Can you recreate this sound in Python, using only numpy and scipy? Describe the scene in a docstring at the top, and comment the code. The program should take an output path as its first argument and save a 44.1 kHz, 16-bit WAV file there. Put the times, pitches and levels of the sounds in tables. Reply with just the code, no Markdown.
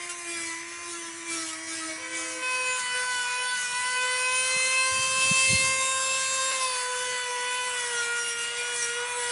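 """A handheld rotary tool sands wood close to a microphone: first a whine at a slow setting, in long strokes.
Each stroke along the wood changes the grit's hiss, mostly upward, and drags the speed down.
Near 2.4 s a cross-fade leads to a fast setting. Both whines are sines at multiples of the shaft speed,
rippled by the mains, with ball bearing lines between them; grit and fan air are noise pulsing with the turn.
From 4.3 to 6.2 s the tool swings past and its cooling air buffets the microphone; then sanding goes on."""
import sys
import numpy as np
from scipy import signal
from scipy.fft import rfft, irfft, next_fast_len
from scipy.io import wavfile
from scipy.ndimage import uniform_filter1d, map_coordinates

SR = 44100
rng = np.random.default_rng(int(sys.argv[2]) if len(sys.argv) > 2 else 0)


def transcribe(signal):
    """Save signal, clipped to [-1, 1], as a 16-bit WAV file at the path in sys.argv[1]."""
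    frames = np.atleast_2d(signal).T
    limited = np.clip(frames, -1, 1)
    pcm = np.round(limited * 32767).astype(np.int16)
    wavfile.write(sys.argv[1], SR, pcm)


def makeup_ratio(level_db):
    """Linear amplitude ratio for a level in decibels (20 dB per factor of ten)."""
    decades = np.asarray(level_db, float) / 20
    return 10 ** decades


N = 410571
T = np.arange(N) / SR
STEP = 64  # samples between two values of a slow control
SLOW = T[::STEP]  # times at which slow controls are worked out
SWITCH_S = 2.425  # the fast setting takes over here


def unit(x):
    """Scale to rms 1."""
    return x / np.sqrt(np.mean(x ** 2) + 1e-20)


def along(points, hz):
    """Read (Hz, value) points on a log frequency axis."""
    f, v = np.transpose(points)
    return np.interp(np.log(hz + 1), np.log(f + 1), v)


def curves(rows):
    """One value per sample for each column after the time."""
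    s, *cols = np.transpose(rows)
    return [np.interp(T, s, c) for c in cols]


def drift(rate):
    """A smooth random curve at the slow times, with up to 39 random knots a second."""
    knots = rng.standard_normal(int(N * 40 / SR))
    return map_coordinates(knots, [SLOW * min(rate, 39)])


def wobble(rate):
    """The same random curve, one value per sample."""
    return np.interp(T, SLOW, drift(rate))


def capped(x):
    """Dips pass freely, rises level off."""
    return np.minimum(x, np.tanh(x))


def filtered(x, response):
    """x times a response of frequency."""
    m = next_fast_len(N + 8192)
    return irfft(rfft(x, m) * response(np.fft.rfftfreq(m, 1 / SR)), m)[..., :N]


def noise(colour, patchy_db):
    """Coloured noise of rms 1 in long narrow patches; the dark ones go deeper than the bright ones rise."""
    z = signal.stft(rng.standard_normal(N), nperseg=512)[2]
    field = uniform_filter1d(rng.standard_normal(z.shape), size=3, axis=0)
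    field = unit(uniform_filter1d(field, size=30, axis=1))
    patched = signal.istft(z * makeup_ratio(patchy_db * capped(field)), nperseg=512)[1][:N]
    return unit(filtered(patched, lambda hz: makeup_ratio(along(colour, hz))))


def tool():
    """The whines of both settings cross-fade around the switch, under the shared hiss."""
    fast_share = np.interp(T, [1.95, SWITCH_S, SWITCH_S + .004, 2.85], [0, .45, .8, 1])
    slow_heard, fast_heard = np.sqrt(1 - fast_share), np.sqrt(fast_share)
    # the strong lines fade on their own: the fast ones early and softly, the slow ones with a short tail
    before = T < SWITCH_S
    leaving = np.where(before, 1, np.interp(T, [SWITCH_S, 3.0], [.33, 0]))
    coming = np.where(before, np.interp(T, [1.98, SWITCH_S], [.25, .6], left=0), 1)
    slow_turn, slow_lines = setting(False, grit(), 32, leaving, slow_heard)
    over_usual_db = curves(RASP_LEVEL)[0] + 34
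    fast_turn, fast_lines = setting(True, over_usual_db, 22, coming, fast_heard)
    turn = np.where(before, slow_turn, fast_turn)
    return slow_lines + fast_lines + hiss(turn, slow_heard, fast_heard)


# How the tool's body sounds and how firmly it meets the wood:
# (time [s], housing roar [dB], weaker shaft lines over the rasp [dB], contact with the wood [0-1])
BODY = [(0, -45, 5.5, 1), (2.3, -45, 0.5, 0.43), (2.45, -44, -1, 0.12), (2.8, -42, 7.5, 0.6),
        (3.2, -42, -8, 0.87), (4.3, -41.5, 6.5, 0.36), (5.5, -43.5, 12.5, 0.24), (6.5, -41.5, 9, 0.43),
        (6.7, -41, 6, 0.74), (7.8, -40.5, 7, 0.69), (9.31, -39.5, 10.5, 1)]


def setting(fast, drive_db, top_order, share, heard):
    """The tool at one speed: returns the shaft angle and all its lines, pulsing a little with the mains."""
    ripple = np.sin(2 * np.pi * 120 * T)  # rectified mains shakes torque and speed
    shaft_hz = shaft(fast)
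    angle = shaft_angle(shaft_hz, ripple)
    roar_db, others_db, contact = np.array(curves(BODY))[:, ::STEP]
    pressed = np.minimum(strokes()[0].sum(axis=0), 1)[::STEP]
    strong = strong_orders(angle, fast, drive_db[::STEP], contact, pressed)
    weak = weak_orders(angle, shaft_hz[::STEP], fast, top_order, others_db, contact, pressed)
    balls = bearing(angle, roar_db)
    return angle, strong * share * (1 + 0.04 * ripple) + heard * (weak + balls)


def line(angle, order, db, sway_db, blur, rate):
    """One sine at a multiple of the shaft turn; as the grip changes its phase drifts and its level sways."""
    phase = order * angle + rng.uniform(0, 2 * np.pi) + np.interp(T, SLOW, blur * drift(25))
    sway = capped(drift(rate)) + .5 * drift(38)  # slow part dips deeper than it rises, plus a flutter
    level = np.interp(T, SLOW, makeup_ratio(db + sway_db * sway))
    return np.sqrt(2) * level * np.sin(phase)


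# Strong lines of the slow whine:
# (shaft order [multiple of shaft speed], level [dB], level gained per dB of stroke grit [dB/dB])
SLOW_ORDERS = [(1, -49, 0.9), (2, -56, 0.7), (3, -47.5, -0.05), (6, -47, 0), (7, -49, 0.93), (18, -51.5, 0)]
# Strong lines of the fast whine:
# (shaft order [multiple of shaft speed], level [dB], level gained per dB of rasp over its usual [dB/dB])
FAST_ORDERS = [(1, -41.5, 0.0), (2, -37, 0.6), (3, -38.5, 0.0), (4, -38.5, 1.1), (5, -38.5, 1.3),
               (6, -41, 0.72), (7, -44, 1.44), (8, -49, 1.16), (9, -46, 1.06), (10, -52.5, 1.26),
               (11, -53.5, 1.25), (14, -54.5, 2), (18, -43, 1.25)]


def strong_orders(angle, fast, drive_db, contact, pressed):
    """The strong lines of the whine; the higher ones sway and blur more while the drum presses on the wood."""
    total = 0
    for row_order, db, grows in FAST_ORDERS if fast else SLOW_ORDERS:
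        k = round(row_order)
        dropouts = breaks(contact * min(k, 8) / 8 * (k < 12))
        level_db = db + grows * drive_db + swell(k, fast) + dropouts
        sway_db = 2 + (0.47 * contact + 1.1 * pressed) * (min(k - 1, 5) / 3) ** 0.69
        blur = 0.15 + 0.064 * k * (contact + pressed)
        total = total + line(angle, k, level_db, sway_db, blur, rate=10)
    return total


# Tone colour of the weaker lines: (frequency [Hz], level added [dB])
WEAK_COLOUR = [(1500, -19), (3300, -26), (4600, -28.5), (5400, -21), (7350, -26), (8200, -24), (10800, -27)]


def weak_orders(angle, shaft_hz, fast, top_order, others_db, contact, pressed):
    """All other multiples of the shaft speed, following the rasp and flickering with contact and pressure."""
    strong = [round(row[0]) for row in (FAST_ORDERS if fast else SLOW_ORDERS)]
    base_db = others_db + (curves(RASP_LEVEL)[0] + 1.13 * grit() + 1.17 * landings())[::STEP]
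    flare_db = 5 * (.5 * contact + 1.1 * pressed)
    total = 0
    for k in range(1, top_order):
        if k in strong:
            continue
        colour_db = along(WEAK_COLOUR, k * shaft_hz)
        colour_db = colour_db + 3 * (1 - 1.8 * contact) * capped(drift(4.5))
        colour_db = colour_db + flare_db * (0.16 + capped(drift(24)))
        level_db = base_db + colour_db + swell(k, fast) + breaks(contact)
        total = total + line(angle, k, level_db, 2 + 2.0 * contact, 1.5 * contact, rate=10 + k / 2)
    return total


# Lines of the balls passing in the bearing: (shaft order [multiple of shaft speed], level over the roar [dB])
BALL_LINES = [(3.451, -14), (4.447, -20), (5.451, -13.5)]


def bearing(angle, roar_db):
    """Balls roll past at uneven multiples of the shaft speed, so their lines fall between the others."""
    return sum(line(angle, k, roar_db + db, sway_db=4.5, blur=0.29, rate=9.7) for k, db in BALL_LINES)


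# The drum catches and the whine skips: (time [s], jump [share of a turn])
SKIPS = [(6.515, 0.417), (6.524, 0.1016)]


def shaft_angle(shaft_hz, ripple):
    """Adds up the speed into an angle; the mains ripple on it gives side lines that grow with the order."""
    angle = 2 * np.pi * np.cumsum(shaft_hz) / SR + 0.019 * ripple
    for s, turns in SKIPS:
        angle = angle + 2 * np.pi * turns * np.clip((T - s) / 0.0022, 0, 1)
    return angle


# Steady load between strokes, slow then fast setting: (time [s], drag [% of free speed])
SLOW_DRAG = [(0.0, 9.5), (1.0, -0.0), (2.45, 10)]
FAST_DRAG = [(1.999, 4.0), (2.598, 5.5), (3.8, -0.0), (4.3, 1), (5.202, 0.66), (6.449, 0.72), (6.801, 6.5),
             (7.502, 3.5), (8.201, 8.5), (9.31, -0.5)]


def shaft(fast):
    """Load pulls the speed down; the rotor's inertia lets it sag and recover with one time constant."""
    free_hz, steady = (532.2, FAST_DRAG) if fast else (385.8, SLOW_DRAG)  # speed of the unloaded shaft
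    press, drag, late = strokes()
    load = curves(steady)[0] + (drag * (late == fast)) @ press
    rotor_s = .48
    keep = np.exp(-1 / (rotor_s * SR))
    sag = load[0] + signal.lfilter([1 - keep], [1, -keep], load - load[0])
    return free_hz * (1 - sag / 100)


# The drum is pushed along the wood:
# (start [s], let go [s], grit change before fading and scaling [dB], drag at full pressure [% of free speed])
STROKES = [(0.052, 0.496, 6, 13.7), (0.692, 1.071, 3.5, 19.6), (1.08, 1.486, 8, 21.5),
           (1.498, 1.89, 7.5, 15.4), (1.942, 2.324, 6, 10.6), (2.727, 2.8, 2.5, 39.0),
           (3.003, 3.186, -2, 16.5), (3.322, 3.661, 0.5, 10.4), (3.681, 4.151, 0.4, 4.2),
           (6.491, 6.716, 2.5, 18), (7.02, 7.315, -2, 7.1), (7.554, 7.979, 3, 10.8),
           (8.031, 8.36, 1.5, 6.2), (8.626, 8.823, 4.5, 22.5), (9.04, 9.245, 4, 22)]
LET_GO_S = .09  # pressure and bite end this quickly


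def strokes():
    """Pressure 0-1 of each stroke, which builds slowly and ends fast; its drag; whether it is a fast one."""
    start, end, _, drag = np.transpose(STROKES)
    build = np.clip((T - start[:, None]) / .28, 0, 1)
    release = np.clip(1 + (end[:, None] - T) / LET_GO_S, 0, 1)
    return build * release, drag, start > SWITCH_S


def grit():
    """dB by which strokes change the grit: the drum bites suddenly in mid-stroke, then the bite fades."""
    start, end, grit_db, _ = np.transpose(STROKES)[:, :, None]
    begin = start + 0.42 * (end - start)
    bite = np.clip((SLOW - begin) / 0.055, 0, 1) * np.clip(1 + (end - SLOW) / LET_GO_S, 0, 1)
    fade = 1 - 0.31 * np.clip((SLOW - begin) / (end - begin), 0, 1)
    return np.interp(T, SLOW, np.sum(grit_db * bite * fade, axis=0))


# The drum taps the wood: (time [s], treble lift [dB], length [s])
LANDINGS = [(0.092, 8.5, 0.033), (1.53, 4.5, 0.012), (8.825, 4.5, .009), (8.843, 3, .007)]


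def landings():
    """dB by which each tap lifts the treble: up at once, then a rounded fall."""
    s, db, length = np.transpose(LANDINGS)[:, :, None]
    return np.sum(db * (T > s) * np.exp(-(np.abs(T - s) / length) ** 3), axis=0)


# Single lines swell or fade for a while, probably as the tool turns in the hand:
# (middle [s], length [s], shaft order [multiple of shaft speed], level change [dB])
SWELLS = [(0.522, 0.27, 6, 5), (0.913, 0.91, 2, -7.5), (1.05, 0.29, 7, -13), (1.808, 0.16, 7, -8.5),
          (1.905, 0.041, 7, 6.5), (1.913, 0.055, 2, 9), (0.48, 0.11, 8, 10), (0.994, 0.2, 6, -2),
          (2.0, 1.4, 3, -9.5), (2.045, 0.057, 7, 6.5), (2.098, 0.047, 7, -12), (2.16, 0.14, 7, 7),
          (2.547, 0.25, 4, -4), (2.589, 0.46, 5, 6.5), (2.77, 0.076, 4, -10), (2.87, 0.16, 1, -12.5),
          (2.839, 0.1, 5, -16), (2.707, 0.13, 14, 16), (3.055, 1.6, 7, -4.5), (3.174, 0.18, 5, -10),
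          (3.205, 0.94, 3, 4.5), (3.42, 3.34, 11, 5), (3.218, 0.35, 1, -11), (3.636, 0.17, 2, -6.5),
          (3.852, 0.28, 7, -2), (3.707, 0.48, 1, -16), (4.043, 0.45, 3, 4), (3.538, 0.2, 5, -11),
          (4.294, 0.14, 5, 4.5), (4.36, 0.32, 18, 4.5), (4.362, 0.35, 4, -5), (4.53, 0.38, 2, -6.5),
          (4.544, 0.61, 9, -12), (4.676, 0.4, 8, 10.5), (4.77, 0.14, 5, 4.5), (4.87, 1.63, 7, -12),
          (5.026, 0.25, 18, -7), (5.185, 0.52, 4, -14.5), (5.461, 0.42, 3, -8), (5.543, 0.15, 8, 11),
          (5.534, 0.23, 2, -9.5), (5.859, 0.34, 8, -22), (6.17, 1.01, 14, 11), (6.19, 0.71, 4, -13.5),
          (6.196, 0.41, 18, -10), (6.287, 1.29, 6, -9), (6.611, 0.14, 5, 5.5), (6.635, 0.058, 2, 6.5),
          (6.657, 0.17, 3, -11.5), (7.972, 0.12, 7, 6), (8.363, 0.37, 1, -5.5), (6.842, 0.37, 4, -10),
          (6.963, 0.83, 5, -8), (7.32, 4.7, 18, -2), (7.651, 1.5, 8, -20), (7.932, 0.17, 5, -20),
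          (8.128, 0.32, 3, 7.5), (8.16, 0.1, 4, 5), (8.45, 0.16, 6, 6.5), (8.457, 1.22, 2, -11),
          (8.66, 0.19, 4, -11), (8.603, 0.049, 5, 6), (8.755, 2, 9, -6), (9.195, 0.45, 1, 4)]


def swell(order, fast):
    """dB by which one line swells or fades, each time with a flat top."""
    total = 0
    for s, length, k, db in SWELLS:
        if round(k) == order and (s > SWITCH_S) == fast:
            total = total + db * np.exp(-(2 * (SLOW - s) / length) ** 6)
    return total


def breaks(depth):
    """dB by which a line drops out for a moment while the drum chatters on the wood."""
    return -20 * depth * np.clip(-drift(17) - .7, 0, 1)


# Treble level of grit and fan between strokes, before contact and chatter: (time [s], level [dB])
RASP_LEVEL = [(0.0, -41), (0.6, -42.5), (2.41, -37.5), (2.44, -34.5), (4.1, -33), (4.4, -29), (5.0, -29),
              (5.4, -25), (5.8, -29.5), (6.5, -30.5), (6.9, -34), (9.31, -37.5)]
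# Tone colour of the rasp: (frequency [Hz], relative level [dB per Hz])
RASP_COLOUR = [(1600, -32.5), (3000, -23), (4300, -22.5), (8200, -18.5), (11000, -19)]
# Tone colour of the housing roar, slow then fast setting: (frequency [Hz], relative level [dB per Hz])
SLOW_ROAR = [(200, -19.5), (1300, -10), (2200, 0.5), (2900, -11.5), (5000, -37)]
FAST_ROAR = [(200, -32), (620, -16.5), (870, -14), (1050, -7.5), (1300, -7.5), (2400, -5.5), (4200, -16),
             (6000, -56)]


def hiss(turn, slow_heard, fast_heard):
    """Noise of grit, fan and housing; the drum is slightly out of round, so it bites hardest once a turn."""
    bite = makeup_ratio(3.05 * np.cos(turn) + 1.0 * np.cos(2 * turn))
    roar_db, _, contact = curves(BODY)
    chatter_db = 1.4 * contact * wobble(22) + .9 * wobble(18)
    rasp_db = curves(RASP_LEVEL)[0] + 0.83 * grit() - 2.5 + 5.75 * contact + chatter_db
    rasp = makeup_ratio(rasp_db) * unit(bite * noise(RASP_COLOUR, patchy_db=6.5))
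    # a tap scrapes mainly above 4500 Hz
    taps = filtered(rasp * (makeup_ratio(landings()) - 1), lambda hz: 1 / np.sqrt(1 + (4500 / (hz + 1)) ** 6))
    housing = slow_heard * noise(SLOW_ROAR, patchy_db=3.5) + fast_heard * noise(FAST_ROAR, patchy_db=5.5)
    roar = makeup_ratio(roar_db + 0.94 * contact * wobble(11)) * unit(np.sqrt(bite) * housing)
    return rasp + taps + roar


# Cooling air on the microphone, before its random lumps: (time [s], level [dB])
BUFFET = [(4.3, -65), (4.9, -76), (4.95, -51), (5.2, -50), (5.42, -59), (5.53, -40), (5.75, -55),
          (6.2, -66)]
# Tone colour of that air: (frequency [Hz], relative level [dB per Hz])
AIR_COLOUR = [(55, -17), (90, 2), (170, -4.5), (300, -11.5), (500, -15), (900, -75)]
# Sudden pressure pushes: (time [s], peak level [dB], frequency [Hz])
PUFFS = [(2.421, -44.5, 322.6), (4.567, -38, 166.6), (4.93, -39, 93.4), (5.317, -20.5, 170),
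         (5.509, -29, 103.6), (5.534, -24, 170), (5.553, -25.5, 83.4), (5.644, -37, 125.6)]


def air():
    """Lumpy turbulence on the microphone, with single pressure pushes of about two cycles."""
    blowing = (T > BUFFET[0][0]) & (T < BUFFET[-1][0])
    gust_db = curves(BUFFET)[0] + 2.5 * wobble(30)
    total = blowing * makeup_ratio(gust_db) * noise(AIR_COLOUR, patchy_db=1.5)
    for s, db, hz in PUFFS:
        swelling = np.exp(-((T - s) * hz / 0.89) ** 2)
        total = total + makeup_ratio(db) * swelling * np.cos(2 * np.pi * hz * (T - s))
    return total


# Tone colour of the workshop: (frequency [Hz], relative level [dB per Hz])
ROOM_COLOUR = [(60, -10), (85, 14.5), (140, 5.5), (420, -38), (700, -20.5)]


def room():
    """The workshop's low rumble: steady, faint noise, strongest in the bass."""
    return makeup_ratio(-66) * noise(ROOM_COLOUR, patchy_db=1.5)


def scene():
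    """Tool, air and the workshop's low rumble."""
    return (tool() + air() + room())[None]


def low_pass(x):
    """Removes everything above the highest recorded frequency."""
    return signal.sosfilt(signal.butter(12, 11820, fs=SR, output="sos"), x)


def record(dry):
    """The microphone rolls off the deep bass below 76 Hz; the band ends sharply at 10725 Hz."""
    band = lambda hz: (hz < 10725) / np.sqrt(1 + (76 / (hz + 1)) ** 8)
    mix = filtered(dry, band)
    return low_pass(mix)


dry = scene()
out = record(dry)
transcribe(out)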